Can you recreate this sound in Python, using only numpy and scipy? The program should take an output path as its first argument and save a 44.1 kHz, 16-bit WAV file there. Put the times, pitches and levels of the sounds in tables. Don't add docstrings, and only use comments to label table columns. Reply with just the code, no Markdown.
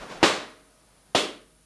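import sys
import numpy as np
from scipy import signal
from scipy.fft import rfft, irfft, next_fast_len
from scipy.io import wavfile

SR = 44100
rng = np.random.default_rng(int(sys.argv[2]) if len(sys.argv) > 2 else 0)


def log_audio(samples):
    frames = np.atleast_2d(samples).T
    limited = np.clip(frames, -1, 1)
    pcm = np.round(limited * 32767).astype(np.int16)
    wavfile.write(sys.argv[1], SR, pcm)


N = 72765

# t/s, blast/dB, air resonance f/Hz, its t60/s, low push/dB, early echoes/dB, their span/s,
# room/dB, factor on the room's decay time, radiator/dB
BURSTS = [(0.2286, -9.5, 967, 0.03, -18.5, -12.5, 0.018, -17, 1.053, -44.5),
          (1.1488, -6.5, 704, 0.026, -27.5, -14.5, 0.0057, -18.5, 0.86, -54)]
# f/Hz, t60/s
ROOM_DECAY = [(100, 0.65), (260, 0.53), (700, 0.45), (1840, 0.5), (3600, 0.44), (7000, 0.39), (11000, 0.37)]


def amp(db):
    return 10 ** (np.asarray(db) / 20)


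def unit(x):
    return x / np.sqrt(np.mean(x ** 2) + 1e-20)


def along(points, hz):
    f, values = np.transpose(points)
    return np.interp(np.log(hz + 1), np.log(f + 1), values)


def since(start):
    return np.maximum(np.arange(N) / SR - start, 0)


def fade(t, t60):
    return np.exp(-np.log(1000) * t / t60)


def ring(t, hz, t60):
    return np.sin(2 * np.pi * hz * t) * fade(t, t60)


def filtered(x, response):
    size = next_fast_len(N + SR // 2)
    return irfft(rfft(x, size) * response(np.fft.rfftfreq(size, 1 / SR)), size)[:N]


def noise(spectrum):
    return unit(filtered(rng.standard_normal(N), lambda hz: amp(along(spectrum, hz))))


def hiss_and_hum():
    hiss_spectrum = [(20, 0), (45, 14.5), (75, 10.5), (160, 15.5), (330, 7.5), (600, 4), (1000, 1),
                     (2500, -1.5), (8500, -3), (9400, 2.5), (9770, 8), (10250, -1), (11600, -5),
                     (12500, -15)]
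    hum_and_whine = [(49.6, -67.5), (9765, -78.5)]  # f/Hz, rms level/dB
    tones = sum(amp(db) * np.sqrt(2) * np.sin(2 * np.pi * (hz * since(0) + rng.random()))
                for hz, db in hum_and_whine)
    return amp(-62) * noise(hiss_spectrum) + tones


def slipping(slips_per_s=910, t60=0.45):
    slips = (rng.random(N) < slips_per_s / SR) * rng.exponential(size=N)
    power = irfft(rfft(slips) * rfft(fade(since(0), t60) ** 2), N)
    return unit(np.sqrt(np.abs(power)))


def settling(release_s=0.12):
    rustle_spectrum = [(100, -19), (300, -3), (600, 1.5), (1400, -3.5), (2500, -12), (5000, -10.5),
                       (9000, -19.5)]
    release = np.exp(-since(BURSTS[1][0]) / release_s)
    rustle = amp(-65) * slipping() * noise(rustle_spectrum) * release
    bump = amp(-60.5) * ring(since(1.105), hz=150, t60=0.04)
    return rustle + bump


def rubbing(release_s=0.03):
    grip = [(0.0, -45.5, -53), (0.036, -42, -52), (0.05, -45, -55.5), (0.106, -41.5, -51),
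            (0.118, -40, -48.5), (0.198, -47.5, -56.5), (0.22, -41.5, -54.5)]
    body_spectrum = [(60, -22), (110, -6.5), (165, 1.5), (280, -1.5), (370, -1.5), (450, 0.5), (600, 1),
                     (800, -2), (1250, -2.5), (2000, -8.5), (3000, -15.5), (6000, -53)]
    treble_spectrum = [(800, -35.5), (2200, -3), (3500, -2), (5500, -6), (8000, -12.5), (12000, -24.5)]  # f/Hz, relative level/dB
    air_spectrum = [(15, -10), (38, 9.5), (55, -6.5), (110, -30.5), (400, -72)]  # f/Hz, relative level/dB
    t = since(0)
    times, body_db, treble_db = np.transpose(grip)
    body = amp(np.interp(t, times, body_db)) * noise(body_spectrum)
    treble = amp(np.interp(t, times, treble_db)) * noise(treble_spectrum)
    rubber = amp(2.5) * slipping() * (body + treble)
    air = amp(-55) * noise(air_spectrum)
    return (rubber + air) * np.exp(-since(BURSTS[0][0]) / release_s)


def radiator(t):
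    panel_modes = [(283, -2, 1.3), (460, 3.5, .95), (625, -2.5, 1.44), (1170, 11, .6), (1265, -11.5, 1.6),
                   (1320, -13.5, .7), (1448, -2, 0.94)]
    return sum(amp(db) * ring(t, hz, t60) for hz, db, t60 in panel_modes)


def standing_waves(t, stretch):
    room_modes = [(205, -10.5), (294, -4.5), (431, -1.5), (497, -5), (572, -14), (614, 4.5), (807, -5.5),
                  (957, -12), (1067, -2.5), (1254, -4)]
    return sum(amp(db) * ring(t, hz, stretch * along(ROOM_DECAY, hz)) for hz, db in room_modes)


def room_wash(start, colour, stretch, build_s=0.00089):
    hold = [(2000, 0.018), (5000, 0.01), (9000, 0.04)]  # f/Hz, time before fading/s
    hz, frame_times, bands = signal.stft(noise(colour), SR, nperseg=256)
    age = np.maximum(frame_times - start - along(hold, hz)[:, None], 0)
    t60 = stretch * along(ROOM_DECAY, hz)[:, None]
    wash = signal.istft(bands * fade(age, t60), SR)[1][:N]
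    t = since(start)
    return (wash + amp(-12) * standing_waves(t, stretch)) * (1 - np.exp(-t / build_s))


def early_echoes(t, span, rise_s=0.00027, fall_s=0.0022):
    echo_spectrum = [(30, -33.5), (70, -15.5), (150, -9), (310, 6.5), (600, -1), (790, 1.5), (960, -6),
                     (1150, -5), (1700, -7.5), (2600, -6.5), (5000, -20.5), (12000, -54.5)]
    envelope = (1 - np.exp(-t / rise_s)) * np.exp(-np.maximum(t - span, 0) / fall_s)
    return noise(echo_spectrum) * envelope


def tear(start, peak_hz=3300, swell_s=0.0009):
    rip = noise([(peak_hz / 10, -20), (peak_hz, 0), (peak_hz * 2, -20), (SR / 2, -50)])
    return amp(-32.5) * rip * np.exp(-np.abs(np.arange(N) / SR - start) / swell_s)


def balloon_bursts(radiate_hz=90):
    wash_spectra = [
        [(40, -39.5), (120, -18.5), (210, -11.5), (320, -5.5), (600, -7), (860, -9), (1100, -6.5), (1400, -10),
         (2600, -12), (4000, -10.5), (7400, -22.5), (11400, -37), (12500, -53)],
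        [(40, -23.5), (110, -24.5), (200, -5.5), (290, 2.5), (440, 2), (500, -2), (680, -3), (900, -10),
         (1240, -6.5), (1700, -11), (2400, -8.5), (3400, -3.5), (5500, -12.5), (9800, -25), (11600, -33.5),
         (12500, -46)],
    ]
    sound = np.zeros(N)
    for burst, colour in zip(BURSTS, wash_spectra):
        start, blast_db, hz, t60, push_db, early_db, span, room_db, stretch, steel_db = burst
        t = since(start)
        sound += tear(start)
        sound -= amp(blast_db) * ring(t, hz, t60)
        sound += amp(push_db) * ring(t, hz=105.7, t60=0.065)
        sound += amp(early_db) * early_echoes(t, span)
        sound += amp(room_db) * room_wash(start, colour, stretch)
        sound += amp(steel_db) * radiator(t)
    return filtered(sound, lambda f: 1j * f / (radiate_hz + 1j * f))


def scene():
    stereo_width = [(60, -28.5), (300, -48), (1200, -51.5), (2600, -26), (11000, -26)]
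    mid = balloon_bursts() + rubbing() + settling() + hiss_and_hum()
    side = filtered(mid, lambda hz: 1j * amp(along(stereo_width, hz)))
    return np.array([mid + side, mid - side])


def record(dry):
    ceiling, knee = amp(-6.4), 3.5
    low_cut_hz, top_hz = 21, 12250
    squashed = dry / (1 + np.abs(dry / ceiling) ** knee) ** (1 / knee)

    def passband(hz):
        return 1j * hz / (low_cut_hz + 1j * hz) / np.sqrt(1 + (hz / top_hz) ** 200)

    return np.array([filtered(channel, passband) for channel in squashed])


dry = scene()
out = record(dry)
log_audio(out)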